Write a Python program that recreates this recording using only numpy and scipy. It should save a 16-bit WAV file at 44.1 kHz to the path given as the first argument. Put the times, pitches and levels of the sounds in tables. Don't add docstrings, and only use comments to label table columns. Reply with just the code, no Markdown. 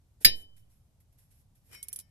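import sys
import numpy as np
from scipy import signal
from scipy.fft import rfft, irfft, next_fast_len
from scipy.io import wavfile
from scipy.ndimage import map_coordinates

SR = 44100
rng = np.random.default_rng(int(sys.argv[2]) if len(sys.argv) > 2 else 0)


def wrap_up_sound(samples):
    columns = np.atleast_2d(samples).T
    tamed = np.clip(columns, -1, 1)
    steps = np.round(tamed * 32767).astype(np.int16)
    wavfile.write(sys.argv[1], SR, steps)


N = 92610
T = np.arange(N) / SR
SIDE_OF = np.array([[.5], [-.5]])

# frequency in Hz, relative level in dB per Hz.
AIR_SPECTRUM = [(12, -36.5), (20, -11), (94, -2.5), (390, -33), (680, -31.5), (1730, -43), (11900, -42.5),
                (14500, -50.5)]
# frequency in Hz, left-right likeness from 0 to 1.
AIR_LIKENESS = [(60, 0.94), (370, 0.78), (2280, 0.016), (14000, 0.24)]
AIR_DB = -64.5

# start in seconds, rise in seconds, hold in seconds, fall t60 in seconds,
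# level in dB.
RUBS = [(0.2, 0.014, 0.0083, 0.22, -53.5), (0.285, 0.078, 0.054, 0.11, -61),
        (0.561, 0.0055, 0.0022, 0.29, -67), (.69, 0.013, 0.0082, 0.58, -75),
        (1.001, 0.0026, 0.0029, 0.11, -68), (1.12, 0.0051, 0.0048, 0.26, -77),
        (1.169, 0.019, 0.0026, 0.37, -67.5), (1.299, 0.014, 0.1, 0.11, -72.5),
        (1.548, 0.005, 0.007, 0.28, -71.5), (1.627, 0.037, 0.14, 0.29, -70.5)]
# frequency in Hz, relative level in dB per Hz.
RUB_SPECTRUM = [(880, -42), (1500, -11.5), (6040, -12.5), (11800, -1), (14500, -21)]
# frequency in Hz, width in Hz, gain in dB.
RUB_RESONANCES = [(5460,27,13.5),(11580,60,7)]

# start in seconds, level in dB, t60 in seconds.
THUDS = [(.208, -57, .1), (0.2466, -36.5, .12), (0.259, -51, 0.49)]
# frequency in Hz, relative level in dB per Hz.
FRAME_SPECTRUM = [(40,-20),(190,-2),(420,-3),(900,-15.5),(1500,-51.5)]
CLINK_S, CLINK_DB, CLINK_RISE_S = .2474, -13, .0015
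SEATED_HZ = [65, 118, 1774, 1853, 2256, 2424, 2709, 3052, 3443, 3889, 4313, 4908, 5328, 5477, 6474, 8852,
             10490, 11780, 12200, 12692]
# relative level in dB, t60 in seconds, left-minus-right level
# in dB, radians by which the left leads.
SEATED_MODES = [(-32.5,0.52,-1,0.5),(-22.5,0.19,-1.5,0.5),(-8,0.1,-1,1),(-15,0.2,0.5,3.5),(-14,0.1,1.5,1.5),(-8,0.13,0,2),(-11,0.14,-1,2),(-14,.42,3.03,2.5),
                (-10.5,.11,3.5,-1.5),(-6.5,.17,2,-1.33),(-12,0.16,5.5,2.5),(4.5,0.13,1.5,3.5),(-10.5,0.17,1.5,1.7),(-16,.13,4.5,1.3),(-14.5,0.15,1.5,-2.5),
                (-3.5,0.073,9.5,4),(-8,.115,0.37,-1.5),(-5,0.067,-9,4),(-3.5,0.092,-13.5,3),(-6,.07,-10,2)]
WEAK_HZ = (1650, 6500)
WEAK_DB, WEAK_T60 = -25.5, .1
LINGER_DB, LINGER_T60 = -35, .4
WAVER_DB, WAVER_PER_S = 2.5, 70
# frequency in Hz, relative level in dB per Hz.
CLATTER_SPECTRUM = [(900, -39), (1770, -8), (4970, -5.5), (9410, -5), (12400, 1.5), (14500, -44)]
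# frequency in Hz, t60 in seconds.
CLATTER_T60 = [(1000, .1), (2500, .085), (6000, .055), (9000, .032), (13000, .042)]
CLATTER_DB = -9
# frequency in Hz, left-minus-right level in dB.
BOLT_LEAN = [(1000, 3), (5000, 5), (14000, -10)]

# time in seconds, mean grit level in dB, dull rubbing level in dB.
DRAG = [(1.65,-100,-93.5),(1.703,-68.5,-68.5),(1.722,-64,-67),(1.744,-51.5,-67),(1.809,-73,-82.5),(1.991,-67,-71.5),(2.05,-88,-91.5)]
# frequency in Hz, relative level in dB per Hz.
SCRAPE_SPECTRUM = [(600, -21), (1900, -8.5), (4130, -19.5), (11700, -10.5), (14500, -21)]
# frequency in Hz, relative level in dB, t60 in seconds.
FREED_MODES = [(1795,-17,3),(2185,-3,.4),(2420,4,.12),(3052,3,.22),(3890,-3,.2),(4910,6,.15),(5070,-19,1.5),(5471,5,.2)]
SCRAPE_RING_DB = -36

# start in seconds, level in dB, rattle t60 in seconds, mid-band share in dB
# (before a fixed 8 dB is added).
CLICKS = [(1.8283, -39, 0.0573, -15.5), (1.8845, -42.5, 0.046, -9), (1.929, -38.5, 0.077, -17),
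          (1.9603, -41, 0.049, -10.5), (1.9889, -42, 0.063, -11.5), (1.999, -50.5, 0.088, -4.5)]
# frequency in Hz, middle relative level in dB, t60 in seconds.
PAWL_MODES = [(3310, -22, 0.09), (5960, -14, 0.044), (9945, 2.5, 0.047), (10620, -7, 0.057),
              (14130, -13, 0.055)]
# frequency in Hz, relative level in dB per Hz.
SNAP_SPECTRUM = [(1800, -60), (3530, -35.5), (9300, -14.5), (10400, -6), (13900, -17)]
# frequency in Hz, relative level in dB per Hz.
HEAD_SPECTRUM = [(2000,-23.5),(3300,-7.5),(6000,-6),(9000,-11)]
PAWL_DB, MODE_SCATTER_DB = -5, 5
BOUNCE_S, BOUNCE_LOSS_DB = .0014, 3
TICK_DB, TICK_T60, RATTLE_DB = 15, .004, 2
HEAD_SHARE = .5

# frequency in Hz, left-minus-right level in dB.
HAND_LEAN = [(370, 0), (2280, 7), (14000, -5.5)]
# frequency in Hz, radians by which the left leads.
HAND_TURN = [(0, -1), (3010, -14), (14200, -51.5)]
SPREAD_DB = -.5

SAG_DB = [
    [-0.5],
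    [5],
]
SAG_FAST_HZ, SAG_SLOW_HZ = 10, 2.2
TOP_HZ = 14600


def amp(db):
    return 10 ** (np.asarray(db) / 20)


def unit(x):
    return x / np.sqrt(np.mean(x ** 2) + 1e-20)


def along(points, hz):
    f, value = np.transpose(points)
    return np.interp(np.log(hz + 1), np.log(f + 1), value)


def filtered(x, response):
    size = next_fast_len(N + 8192)
    spectrum = rfft(x, size) * response(np.fft.rfftfreq(size, 1 / SR))
    return irfft(spectrum, size)[..., :N]


def wobble(rate):
    knots = rng.standard_normal(int(N * rate / SR) + 4)
    return map_coordinates(knots, [T * rate])


def placed(x, lean, turn):
    def response(hz):
        return amp(SIDE_OF * along(lean, hz)) * np.exp(1j * SIDE_OF * along(turn, hz))
    return filtered(x, response)


def hiss(spectrum):
    shared, opposed = filtered(rng.standard_normal((2, N)), lambda hz: amp(along(spectrum, hz)))
    opposed = amp(SPREAD_DB) * opposed
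    return unit(np.array([shared + opposed, shared - opposed]))


def dull():
    shared, opposed = unit(filtered(rng.standard_normal((2, N)), lambda hz: amp(along(FRAME_SPECTRUM, hz))))
    return shared + SIDE_OF * opposed


def blow(start_s, rise_s, t60):
    t = np.maximum(T - start_s, 0)
    return (1 - np.exp(-t / rise_s)) * amp(-60 * t / t60)


def ring(modes, start_s, rise_s, scatter_db=0, linger=0):
    luck = rng.standard_normal(len(modes))
    waver = wobble(WAVER_PER_S)
    out = 0
    for k, (hz, db, t60, *side) in enumerate(modes):
        lean_db, lead = (side + [0, 0])[:2]
        wave = np.sin(2 * np.pi * hz * (T - start_s) + SIDE_OF * lead)
        fade = blow(start_s, rise_s, t60)
        if hz < WEAK_HZ[1]:
            fade = fade + linger * blow(start_s, rise_s, LINGER_T60)
        own_waver = np.roll(waver, k * N // len(modes))
        level_db = db + scatter_db * luck[k] + WAVER_DB * own_waver + SIDE_OF * lean_db
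        out = out + (-1) ** k * amp(level_db) * fade * wave
    return out


def air():
    def mid_and_side(hz):
        angle = np.arccos(np.clip(along(AIR_LIKENESS, hz), -1, 1)) / 2
        return amp(along(AIR_SPECTRUM, hz)) * [np.cos(angle), np.sin(angle)]
    mid, side = filtered(rng.standard_normal((2, N)), mid_and_side)
    pair = np.array([mid + side, mid - side]) / np.std(mid)
    return amp(AIR_DB) * pair


def rubs():
    level = 0
    for start_s, rise_s, hold_s, fall_t60, db in RUBS:
        rise = np.clip((T - start_s) / rise_s, 0, 1) ** 2
        falling = np.maximum(T - start_s - rise_s - hold_s, 0)
        level = level + amp(db - 60 * falling / fall_t60) * rise
    flutter = amp(.86 * wobble(92) + .9 * wobble(38))

    def resonances(hz):
        gain = 1
        for center, width, db in RUB_RESONANCES:
            damping = 1j * hz * width
            gain = gain + amp(db) * damping / (center ** 2 - hz ** 2 + damping)
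        return gain
    return filtered(level * flutter * hiss(RUB_SPECTRUM), resonances)


def clatter():
    hz, t, bands = signal.stft(hiss(CLATTER_SPECTRUM), SR, nperseg=128)
    t60 = along(CLATTER_T60, hz)[:, None]
    fade = amp(-60 * np.maximum(t - CLINK_S, 0) / t60)
    noise = signal.istft(bands * fade, SR, nperseg=128)[1][:, :N]
    onset = blow(CLINK_S, .0006, 10)
    return placed(noise * onset, BOLT_LEAN, [(1, 0)])


def clink():
    noise = amp(CLATTER_DB) * clatter()
    boom = dull() * sum(amp(db) * blow(start_s, .002, t60) for start_s, db, t60 in THUDS)
    low, high = WEAK_HZ
    weak = []
    for k, (u, v, w) in enumerate(rng.random((40, 3))):
        hz = low * (high / low) ** ((k + u) / 40)
        weak.append((hz, WEAK_DB, WEAK_T60 * (.5 + v), 3, 6 * w))
    strong = [(hz, *row) for hz, row in zip(SEATED_HZ, SEATED_MODES)]
    linger = amp(LINGER_DB)
    steel = ring(strong, CLINK_S, CLINK_RISE_S, linger=linger)
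    steel = steel + ring(weak, CLINK_S, CLINK_RISE_S, scatter_db=4.5, linger=linger)
    return amp(CLINK_DB) * steel + noise + boom


def scrape():
    time_s, grit_db, rub_db = np.transpose(DRAG)
    grit = amp(np.interp(T, time_s, grit_db) + 3.6 * wobble(250))
    force = grit * rng.standard_normal((2, N))
    sung = signal.fftconvolve(force, ring(FREED_MODES, 0, .001), axes=1)[:, :N]
    rubbing = amp(np.interp(T, time_s, rub_db)) * dull()
    return grit * hiss(SCRAPE_SPECTRUM) + amp(SCRAPE_RING_DB) * sung + rubbing


def pawl():
    out = 0
    for start_s, db, t60, mid_db in CLICKS:
        for k in range(3):
            at = start_s + k * BOUNCE_S * rng.uniform(.85, 1.3)
            gain = amp(db - k * BOUNCE_LOSS_DB)
            tick = amp(TICK_DB) * blow(at, .0001, TICK_T60) * hiss(SNAP_SPECTRUM)
            steel = amp(PAWL_DB) * ring(PAWL_MODES, at, .0004, scatter_db=MODE_SCATTER_DB)
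            out = out + gain * (tick + steel)
        flutter = amp(db + 2.8 * wobble(690))
        bright = amp(RATTLE_DB) * blow(start_s, .00048, t60) * hiss(SNAP_SPECTRUM)
        duller = amp(mid_db + 8) * blow(start_s, .00013, HEAD_SHARE * t60) * hiss(HEAD_SPECTRUM)
        out = out + flutter * (bright + duller)
    return out


def scene():
    hand = rubs() + scrape() + pawl()
    return air() + clink() + placed(hand, HAND_LEAN, HAND_TURN)


def record(dry):
    def swing(hz):
        recovery = (1j * hz / (SAG_SLOW_HZ + 1j * hz)) ** 2
        onset = (SAG_FAST_HZ / (SAG_FAST_HZ + 1j * hz)) ** 2
        return recovery * onset
    sagged = dry - amp(SAG_DB) * filtered(dry ** 2, swing)
    return filtered(sagged, lambda hz: (hz < 16000) / (1 + (hz / TOP_HZ) ** 100))


dry = scene()
out = record(dry)
wrap_up_sound(out)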